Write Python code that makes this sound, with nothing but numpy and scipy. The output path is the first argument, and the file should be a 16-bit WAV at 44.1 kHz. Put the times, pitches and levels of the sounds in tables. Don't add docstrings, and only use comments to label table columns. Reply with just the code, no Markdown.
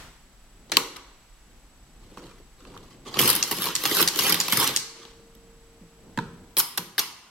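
import sys
import numpy as np
from scipy import signal
from scipy.fft import rfft, irfft, next_fast_len
from scipy.io import wavfile
from scipy.ndimage import uniform_filter1d, map_coordinates

SR = 44100
rng = np.random.default_rng(int(sys.argv[2]) if len(sys.argv) > 2 else 0)


def generate_wav(sig):
    pcm = np.round(np.clip(np.atleast_2d(sig).T, -1, 1) * 32767).astype(np.int16)
    wavfile.write(sys.argv[1], SR, pcm)


N = 321924

# (frequency [Hz], width [Hz], relative level [dB])
GEARS = [(1564, 200, -5.5), (2020, 430, -3), (2390, 350, -3), (2700, 187, -1), (3010, 390, -1.5),
         (3980, 1220, -6.5)]
BASE = [(104, 48, -10.5), (133.7, 34, -2.5), (170.2, 17.5, 1.5), (228, 57, -3.5)]
FRAME = [(273, 38, 1), (335.7, 51.5, 5), (424, 46, 0.5), (462.4, 6.9, 5), (508, 110, -2)]
PLATES = [(836, 120, -3), (957, 35, 2), (1078, 120, 0), (1252, 154, -0.5), (1424, 233.5, -5)]
PINS = [(4380, 700, -5), (5290, 600, -0.5), (5664, 1110, -3.5), (7360, 1270, -4.5), (7950, 2150, -8)]
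PAWLS = [(9560, 2000, -9), (10850, 820, -3), (12040, 2100, -5.5), (14300, 1200, -8), (15000, 1100, -11.5)]
WHEELS = [(3050, 130, -8.5), (5140, 81, 4), (11560, 150, 0.5), (14000, 220, -10.5)]
RAIL = [(920, 45, -3), (1003, 53, 1.5), (1000, 30, -6.5), (1305, 99, -14), (1630, 280, -10)]
PARTS = [GEARS, BASE, FRAME, PLATES, PINS, PAWLS, WHEELS, RAIL]

# (drums engage [s], level [dB], second touch after [s], loudest running at [share of the way
# to the stop], running level [dB], entry level over the running level [dB])
TURNS = [(3.19, -12.5, .005, 0.41, -28, -0.5), (3.5115, -18.5, .0122, 0.62, -31.5, -10.5),
         (3.8529, -15.5, .0068, 0.66, -26.5, -7.5), (4.189, -13.5, .0047, 0.39, -25, -6.5),
         (4.5237, -12.5, .008, 0.46, -26.5, -4.5)]
# (time [s], level [dB])
STOPS = [(3.4265, -19), (3.7523, -19.5), (4.0758, -17.5), (4.401, -16.5), (4.762, -15.5)]

SHARP_T60, SHORT_T60, FULL_T60 = .013, .018, .024


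def amp(db):
    return 10 ** (np.asarray(db) / 20)


def unit(x):
    return x / np.sqrt(np.mean(x ** 2) + 1e-20)


def along(points, hz):
    f, v = np.transpose(points)
    return np.interp(np.log(hz + 1), np.log(f + 1), v)


def curves(rows):
    s, *cols = np.transpose(rows)
    return [np.interp(np.arange(N) / SR, s, c) for c in cols]


def wobble(rate):
    knots = rng.standard_normal(int(N * rate / SR) + 4)
    return map_coordinates(knots, [np.arange(N) * rate / SR])


def filtered(x, response):
    m = next_fast_len(x.shape[-1] + SR // 2)
    return irfft(rfft(x, m) * response(np.fft.rfftfreq(m, 1 / SR)), m)[..., :x.shape[-1]]


def rung(force, modes):
    top = 1.32 * modes[-1][0]

    def body(f):
        total = 0
        for k, (centre, width, db) in enumerate(modes):
            damping = 1j * f * abs(width)
            total = total + (-1) ** k * amp(db) * damping / (centre * centre - f * f + damping + 1e-9)
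        return total

    def steep(f):
        return body(f) * (top ** 2 / (top ** 2 - f * f + 1j * f * top)) ** 2

    power = np.mean(abs(steep(np.linspace(1, SR / 2, 8192))) ** 2)
    return filtered(force, steep) / np.sqrt(power)


def spread(pair, colour):
    # (frequency [Hz], correlation)
    likeness = [(60, 0.94), (300, 0.94), (700, 0.76), (1400, 0.62), (3100, 0.18), (6800, -0.026),
                (15000, -0.14)]

    def mid_and_side(hz):
        turn = np.arccos(np.clip(along(likeness, hz), -1, 1)) / 2
        return amp(along(colour, hz)) * [np.cos(turn), np.sin(turn)]

    mid, side = filtered(pair, mid_and_side)
    return np.array([mid + side, mid - side])


def earlier_blow():
    t = np.arange(N) / SR
    colour = [(150, 8), (400, -0.5), (1200, 2.5), (5000, -5), (15000, -17)]  # (Hz, dB)
    return amp(-42.5 - 60 * t / 0.64) * unit(spread(rng.standard_normal((2, N)), colour))


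def background():
    # (time [s], rumble level [dB], room murmur level [dB])
    air_levels = [(0, -61, -59), (.45, -56, -56.5), (.9, -65, -58.5), (1.1, -59, -61.5), (1.4, -59, -61),
                  (1.9, -58.5, -56.5), (2.25, -55.5, -56), (2.95, -57, -52), (3.5, -63, -54),
                  (4.9, -65.5, -64), (5.2, -60.5, -54.5), (5.7, -61, -56.5), (6.1, -62, -52.5),
                  (6.5, -57.5, -52), (6.62, -75, -59), (7.3, -74, -60.5)]
    # (frequency [Hz], relative level [dB per Hz])
    hiss_colour = [(290, -36), (500, -13.5), (773, -5.5), (1030, -6.5), (7210, -14), (7860, -12),
                   (8450, -16), (13300, -19.5), (16000, -26)]
    murmur_colour = [(47, -34.5), (80, -6.5), (257, -8), (315, -10.5), (438, -14), (1200, -28), (1560, -51),
                     (2640, -120)]
    rumble_colour = [(11, -31.5), (18, 0.5), (49, 1.5), (60, -6), (75, -27.5), (110, -21), (140, -47),
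                     (240, -120)]
    whine_hz, pulse_hz = 7867.1, 29.97
    pulse_start, whine_end = .0266, 6.57

    def noise(colour):
        return unit(spread(rng.standard_normal((2, N)), colour))

    rumble_db, murmur_db = curves(air_levels)
    rumble = amp(rumble_db + 3.5 + 0.85 * wobble(5.0)) * noise(rumble_colour)
    murmur = amp(murmur_db - 2.5 + 2.22 * wobble(9)) * noise(murmur_colour)
    hiss = amp(-60) * noise(hiss_colour)
    t = np.arange(N) / SR
    pulses = (((t - pulse_start) * pulse_hz) % 1 < .52) & (t < whine_end)
    gate = uniform_filter1d(pulses * 1., size=40)
    whine = amp(-64.0) * gate * np.sin(2 * np.pi * whine_hz * t)
    return rumble + murmur + hiss + whine


def contacts():
    # (base, frame, plates, pins, pawls over the
    # gears [dB], wheels over the pawls [dB], rail over the plates [dB], t60 [s])
    key_tone = (-24, -10.5, -8.5, -7, -16, -8.5, -6.5, SHORT_T60)
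    touch_tone = (-13, -2.99, -6.5, -8.5, -19, -7.5, -22.5, SHARP_T60)
    engage_tone = (-18.5, -15.5, -10.5, -5, -6, -5, -9.5, FULL_T60)
    tooth_tone = (-17, -13, -13, -6, -3.2, -4.5, -12, SHORT_T60)
    stop_tone = (-28, -32, -17, 6.5, -7, -8, -12.5, SHORT_T60)
    lift_tone = (6, 1, -5.5, -7, -24.5, -8, 11, SHARP_T60)
    carriage_tone = (-30.5, -21, -8.5, -1.5, -2, -6.5, -4, FULL_T60)
    # (time [s], gear level [dB],
    # weight [dB], plates [dB], brightness [dB], pins [dB], t60 over the usual [factor])
    key = [(.697, -41, 5, -2.5, -6, -5, .8), (.718, -11, 1.5, -8, -4, 1.5, 1.4),
           (.7365, -27.5, -0.5, -4, -0.5, 7, .9), (.7692, -9.5, -0.5, 2, 9.5, 3, .6),
           (.7755, -27.5, 6, 7, -7, -1, 1.3), (.961, -32.5, -4.5, -3, -4.5, -4.5, 1.1),
           (.966, -33.5, -3.5, 6.5, 4, 1, .9)]
    # (time [s], gear level [dB], weight [dB], plates [dB], brightness [dB])
    touches = [(2.064, -65, 16, 0, 10), (2.1157, -54, 15.5, 4, 8), (2.172, -40.5, 6.5, 7, -2.5),
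               (2.229, -56, 12, 6, -2), (2.399, -61, 13, 2, 10), (2.627, -63, 10.5, 4, 13),
               (2.764, -54, -8, 19, 0), (2.2668, -43.5, -7, -3, -7.5), (2.6501, -43, 1.5, 2, -6),
               (2.7392, -55.5, 9, 17.5, 5.5), (2.7752, -40, -11, -3, 3), (5.0516, -35.5, -9, -1, -7),
               (5.351, -53, 10.5, -11, 18), (5.8107, -69, 24.5, 3, 8), (5.832, -69.5, 20.5, 3, 8)]
    # (time [s], gear level [dB], weight [dB], plates [dB], brightness [dB])
    teeth = [(3.1412, -25.5, -5.5, 5, -14.5), (3.1699, -23.5, 6, 9.5, -14), (3.2035, -23.5, 13, 10.5, 1.5),
             (3.2138, -26, -6, -2, 12.5), (3.235, -27, -0.5, -3.5, 8.5), (3.2448, -25, 12, -0.5, 6.5),
             (3.3122, -29, 3, -4.5, 8), (3.5146, -27, 6, 0.5, 11.5), (3.5674, -32, 5, -1, 2),
             (3.6305, -28.5, -8, 0, 4), (3.6487, -30.5, -1.5, 2, 0.5), (3.6696, -29, 7.5, 7, 0),
             (3.8749, -30.5, -12.5, -3, 4), (3.8943, -30, -1, 2, 3), (3.949, -27, 0.5, 4.5, 6),
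             (3.9594, -26.5, 2.5, -2, 7), (3.9848, -27.5, -3, 5, 5), (4.1728, -29.5, 0, 3.5, 5),
             (4.2076, -28, -6.5, -2.5, 5.5), (4.2361, -28, -1.5, -14, 3.5), (4.2813, -30.5, 4.5, -3, 2),
             (4.3006, -28, 0, -9, 9), (4.4988, -34.5, -10, 0, 2), (4.5438, -28.5, 6, 0, 3),
             (4.629, -28, 3, 3, 3.5), (4.6425, -25, -12, 8, 6), (3.2247, -22, -3, 0, 3.5),
             (3.256, -18, 1, 0, -1.5), (3.2763, -16, -4.5, -6.5, 1), (3.2806, -22, -7.5, 11, 6),
             (3.2907, -18, -2.5, 7, 5), (3.3007, -14, -5, -11, 3.5), (3.3296, -27, -1.5, 3, 6.5),
             (3.3515, -21.5, 3, -2.5, 6), (3.3614, -22, -7.5, 0, 8), (3.5846, -24.5, 3.5, -9, -7),
             (3.6202, -25, -5.5, 5, 3), (3.6409, -23.5, 3, 2.5, 1), (3.6561, -22.5, -15, 1, 1.5),
             (3.6861, -26.5, 0, -1, -2.5), (3.8367, -22.5, 2, 3, 4.5), (3.912, -18, 3, -8, -6.5),
             (3.9683, -21, 0, 14, 2.5), (3.9945, -22.5, -3, -6, -7), (4.007, -20, -2, -9.5, 5.5),
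             (4.0143, -18, 6.5, 0, 4), (4.026, -15.5, -3.5, 3, 2), (4.1591, -20.5, 0, 1, -4.5),
             (4.2659, -26, 1.5, -0.5, 6.5), (4.2945, -17, -1.5, -5.5, 4.5), (4.3235, -18, 5, 5.5, 4.5),
             (4.3433, -18.5, -2.5, -9, 1), (4.482, -19.5, -3.5, -3.5, -7.5), (4.572, -18, 0, -5, 4.5),
             (4.5993, -26.5, 1.5, 4, 9.5), (4.6748, -19.5, 1.5, -3, 4)]
    # (time [s], gear level [dB], weight [dB], plates [dB], brightness [dB])
    lift = [(6.1748, -29.5, 2, 1.9, 4.5), (6.1875, -27.5, -3.5, 0, -8)]
    # (time [s], gear level [dB], weight [dB],
    # plates [dB], brightness [dB], pins [dB], t60 over the usual [factor])
    carriage = [(6.568, -14, 4, 1, -6.5, -5, 0.61), (6.5745, -24, 4.5, -1, 8.5, 1, .8),
                (6.5827, -25, 3, 4.5, 16.5, -1, 2.2), (6.5869, -22, -6, -8, 3, -3, 1.5),
                (6.5936, -21.5, -5, -3, 9.5, -7.5, 1.5), (6.6002, -19.5, -2, 0.5, 0.5, -0.5, 0.74),
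                (6.6038, -22, -5, -8, -2.5, 0, 1.4), (6.7751, -21, 5.5, 1.5, 1.5, -3, 1.2),
                (6.7796, -24.5, 14, 1.5, -12, 5.5, 0.99), (6.9807, -13.5, -1.5, 2, -6.5, -5, 1.2),
                (6.9917, -13.5, -1.5, -10.5, -4, -0.5, .8), (6.9954, -23, -13, 1.5, 2.5, 6, 1.1)]
    base_share, pin_share = 1.53, 0.24
    usual = 1

    rows = []
    for (engage, engage_db, gap, *_), (stop, stop_db) in zip(TURNS, STOPS):
        rows.append((engage, engage_db, engage_tone, usual))
        rows.append((engage + gap, engage_db - 3, engage_tone, usual))
        rows.append((stop, stop_db, stop_tone, usual))
        rows.append((stop + .0092, stop_db - 5.5, stop_tone, usual))
    kinds = [(teeth, tooth_tone), (key, key_tone), (touches, touch_tone), (lift, lift_tone),
             (carriage, carriage_tone)]
    for table, tone in kinds:
        for s, db, weight, plate, bright, *more in table:
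            pin, longer = more or (0, usual)
            shift = [base_share * weight, weight, plate, pin_share * bright + pin, bright, 0, 0, 0]
            rows.append((s, db, tone + np.array(shift), longer))
    return rows


def blow_forces():
    force, t = np.zeros((2, len(PARTS), N + SR)), np.arange(SR // 10) / SR
    for s, db, tone, longer in contacts():
        base_db, frame_db, plate_db, pin_db, pawl_db, wheel_db, rail_db, t60 = tone
        t60 = max(t60 * longer, .003)
        push = amp(-60 * t / t60) * (1 - np.exp(-t / (0.056 * t60)))
        crack = (0.024 / t60) ** 2 * amp(-60 * t / 0.0035)
        shape = push + crack
        shape *= 8.05 / np.linalg.norm(shape)
        over_gears = np.array([-4, base_db + 6.5, frame_db + 6.5, plate_db + 3.0, pin_db - 2.5,
                               pawl_db - 1.5, pawl_db + wheel_db, plate_db + rail_db])
        sizes = amp(db + over_gears)
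        rough = shape * rng.standard_normal((len(PARTS), len(t)))
        at = round(s * SR)
        force[0, :, at:][:, :len(t)] += sizes[:, None] * rough
        instant = sizes * np.linalg.norm(shape) * rng.choice([-1, 1], size=len(PARTS))
        force[:, :, at] += [0.46 * instant, instant]
    return force[..., :N]


def machine():
    # (time [s], gears level [dB], frame level [dB], pawls level [dB])
    slides = [
        [(2.0, -67, -75.5, -83), (2.165, -63, -62, -78), (2.185, -55.5, -44.5, -72), (2.28, -59, -47.5, -75),
         (2.4, -66, -70.5, -75.5)],
        [(2.58, -64, -56, -78), (2.645, -64, -53.5, -79.5), (2.668, -58.5, -46.5, -79), (2.738, -62, -49, -75),
         (2.95, -61, -68, -76)],
        [(4.95, -54, -51, -75), (5.072, -56.5, -58, -80), (5.2, -76, -58, -88)],
    ]
    force = blow_forces()
    force += sum(rubbing(rows, 120, smooth=1.0, wheel_db=-33) for rows in slides)
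    force += rubbing(turning(), 360, smooth=1.64, wheel_db=-10.5)
    return sum(rung(force[:, k], modes) for k, modes in enumerate(PARTS))


def scatter(x):
    out, hop = np.zeros((2, N + SR)), 1024
    for start in range(0, N, hop):
        echo = amp(-60 * np.arange(700) / SR / .012) * rng.standard_normal((2, 700))
        wet = signal.fftconvolve(x[None, start:start + hop], echo / np.linalg.norm(echo[0]), axes=1)
        out[:, start:start + wet.shape[1]] += wet
    return spread(out[:, :N], [(300, -12), (3000, 0.0), (12000, 3.5)])


def room(x):
    # (frequency [Hz], t60 [s])
    decay = [(100, 0.59), (300, 1), (1000, 1), (3000, 0.9), (7000, 0.81), (14000, 0.36)]
    # (frequency [Hz], level [dB])
    tail_colour = [(100, 3.5), (400, -3.5), (2000, 2), (6000, 3), (14000, 5.5)]
    out, hop = np.zeros((2, N + 2 * SR)), SR // 4
    delay = 200
    for start in range(0, N, hop):
        hz, t, z = signal.stft(rng.standard_normal((2, SR)), SR, nperseg=256)
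        early = 1 + 1.85 * amp(-60 * t / 0.41)
        fade = amp(-60 * t / along(decay, hz)[:, None])
        tail = signal.istft(z * early * fade, SR, nperseg=256)[1]
        wet = signal.fftconvolve(x[None, start:start + hop], tail / np.linalg.norm(tail[0]), axes=1)
        out[:, start + delay:start + delay + wet.shape[1]] += wet
    return spread(out[:, :N], tail_colour)


def rubbing(rows, ticks_per_s, smooth, wheel_db):
    a, b = round(rows[0][0] * SR), round(rows[-1][0] * SR)
    gear_db, frame_db, pawl_db = np.array(curves(rows))[:, a:b]
    sizes = amp(4.1 * rng.exponential(size=2 * SR).clip(0, 3))
    ticks = (rng.random(2 * SR) < ticks_per_s / SR) * sizes
    contact = signal.fftconvolve(ticks, amp(-60 * np.arange(1200) / SR / 0.031))[:2 * SR]
    rough = unit(smooth + unit(contact)) * rng.standard_normal((len(PARTS), 2 * SR))
    levels = [gear_db - 2.0, frame_db - 9.5, frame_db - 3, (gear_db + frame_db) / 2 - 3.5,
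              gear_db - 6.0, pawl_db - 3.0, pawl_db + wheel_db, frame_db - 24.5]
    force = np.zeros((len(PARTS), N))
    force[:, a:b] = rough[:, :b - a] * amp(levels)
    return force


def turning():
    # (time [s], gears level [dB], frame level [dB], pawls level [dB])
    take_up = [(3.05, -57, -44, -69), (3.064, -50, -34, -69), (3.095, -45.5, -42.5, -68.5),
               (3.11, -55.5, -50, -68.5), (3.14, -41, -36.5, -67), (3.175, -35.5, -31, -45.5)]
    # (share of the way left to the stop, then gears [dB], frame [dB]
    # and pawls [dB] over the running level)
    run_out = [(.45, -6, -7, -20), (.8, -12, -16, -22.5), (1, -14, -13, -19.5)]
    idle_s, idle_db = 0.04, (-39, -43, -42)

    rows = list(take_up)
    for k, ((engage, _, _, share, db, entry_db), (stop, _)) in enumerate(zip(TURNS, STOPS)):
        top = engage + share * (stop - engage)
        if k:
            rows.append((engage - idle_s, *idle_db))
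        entry = db + entry_db
        rows.append((engage + .012, entry, entry - 4, entry - 2.5))
        rows.append((top, db, db - 3.5, db - 2))
        for part, *under in run_out:
            rows.append((top + part * (stop - top), *(db + np.array(under))))
    return sorted(rows)


def spring():
    # (time [s], level [dB])
    hum_levels = [(4.8, -63), (4.848, -55.5), (6.0, -61.5), (6.56, -62)]
    t = np.arange(N) / SR
    sounding = (t > hum_levels[0][0]) & (t < hum_levels[-1][0])
    humming = uniform_filter1d(sounding * 1., size=2000)
    return humming * amp(curves(hum_levels)[0] + 2.5 + 0.92 * wobble(33)) * np.sin(2 * np.pi * 460 * t)


def scene():
    front, around = machine()
    direct = front * amp([[-4], [-3]])
    scattered = amp([[-.6], [.4]]) * scatter(front)
    tail = amp(-8.0) * room(around)
    return earlier_blow() + background() + direct + scattered + tail + spring()


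def record(dry):
    return filtered(dry, lambda hz: hz < 15900)


dry = scene()
out = record(dry)
generate_wav(out)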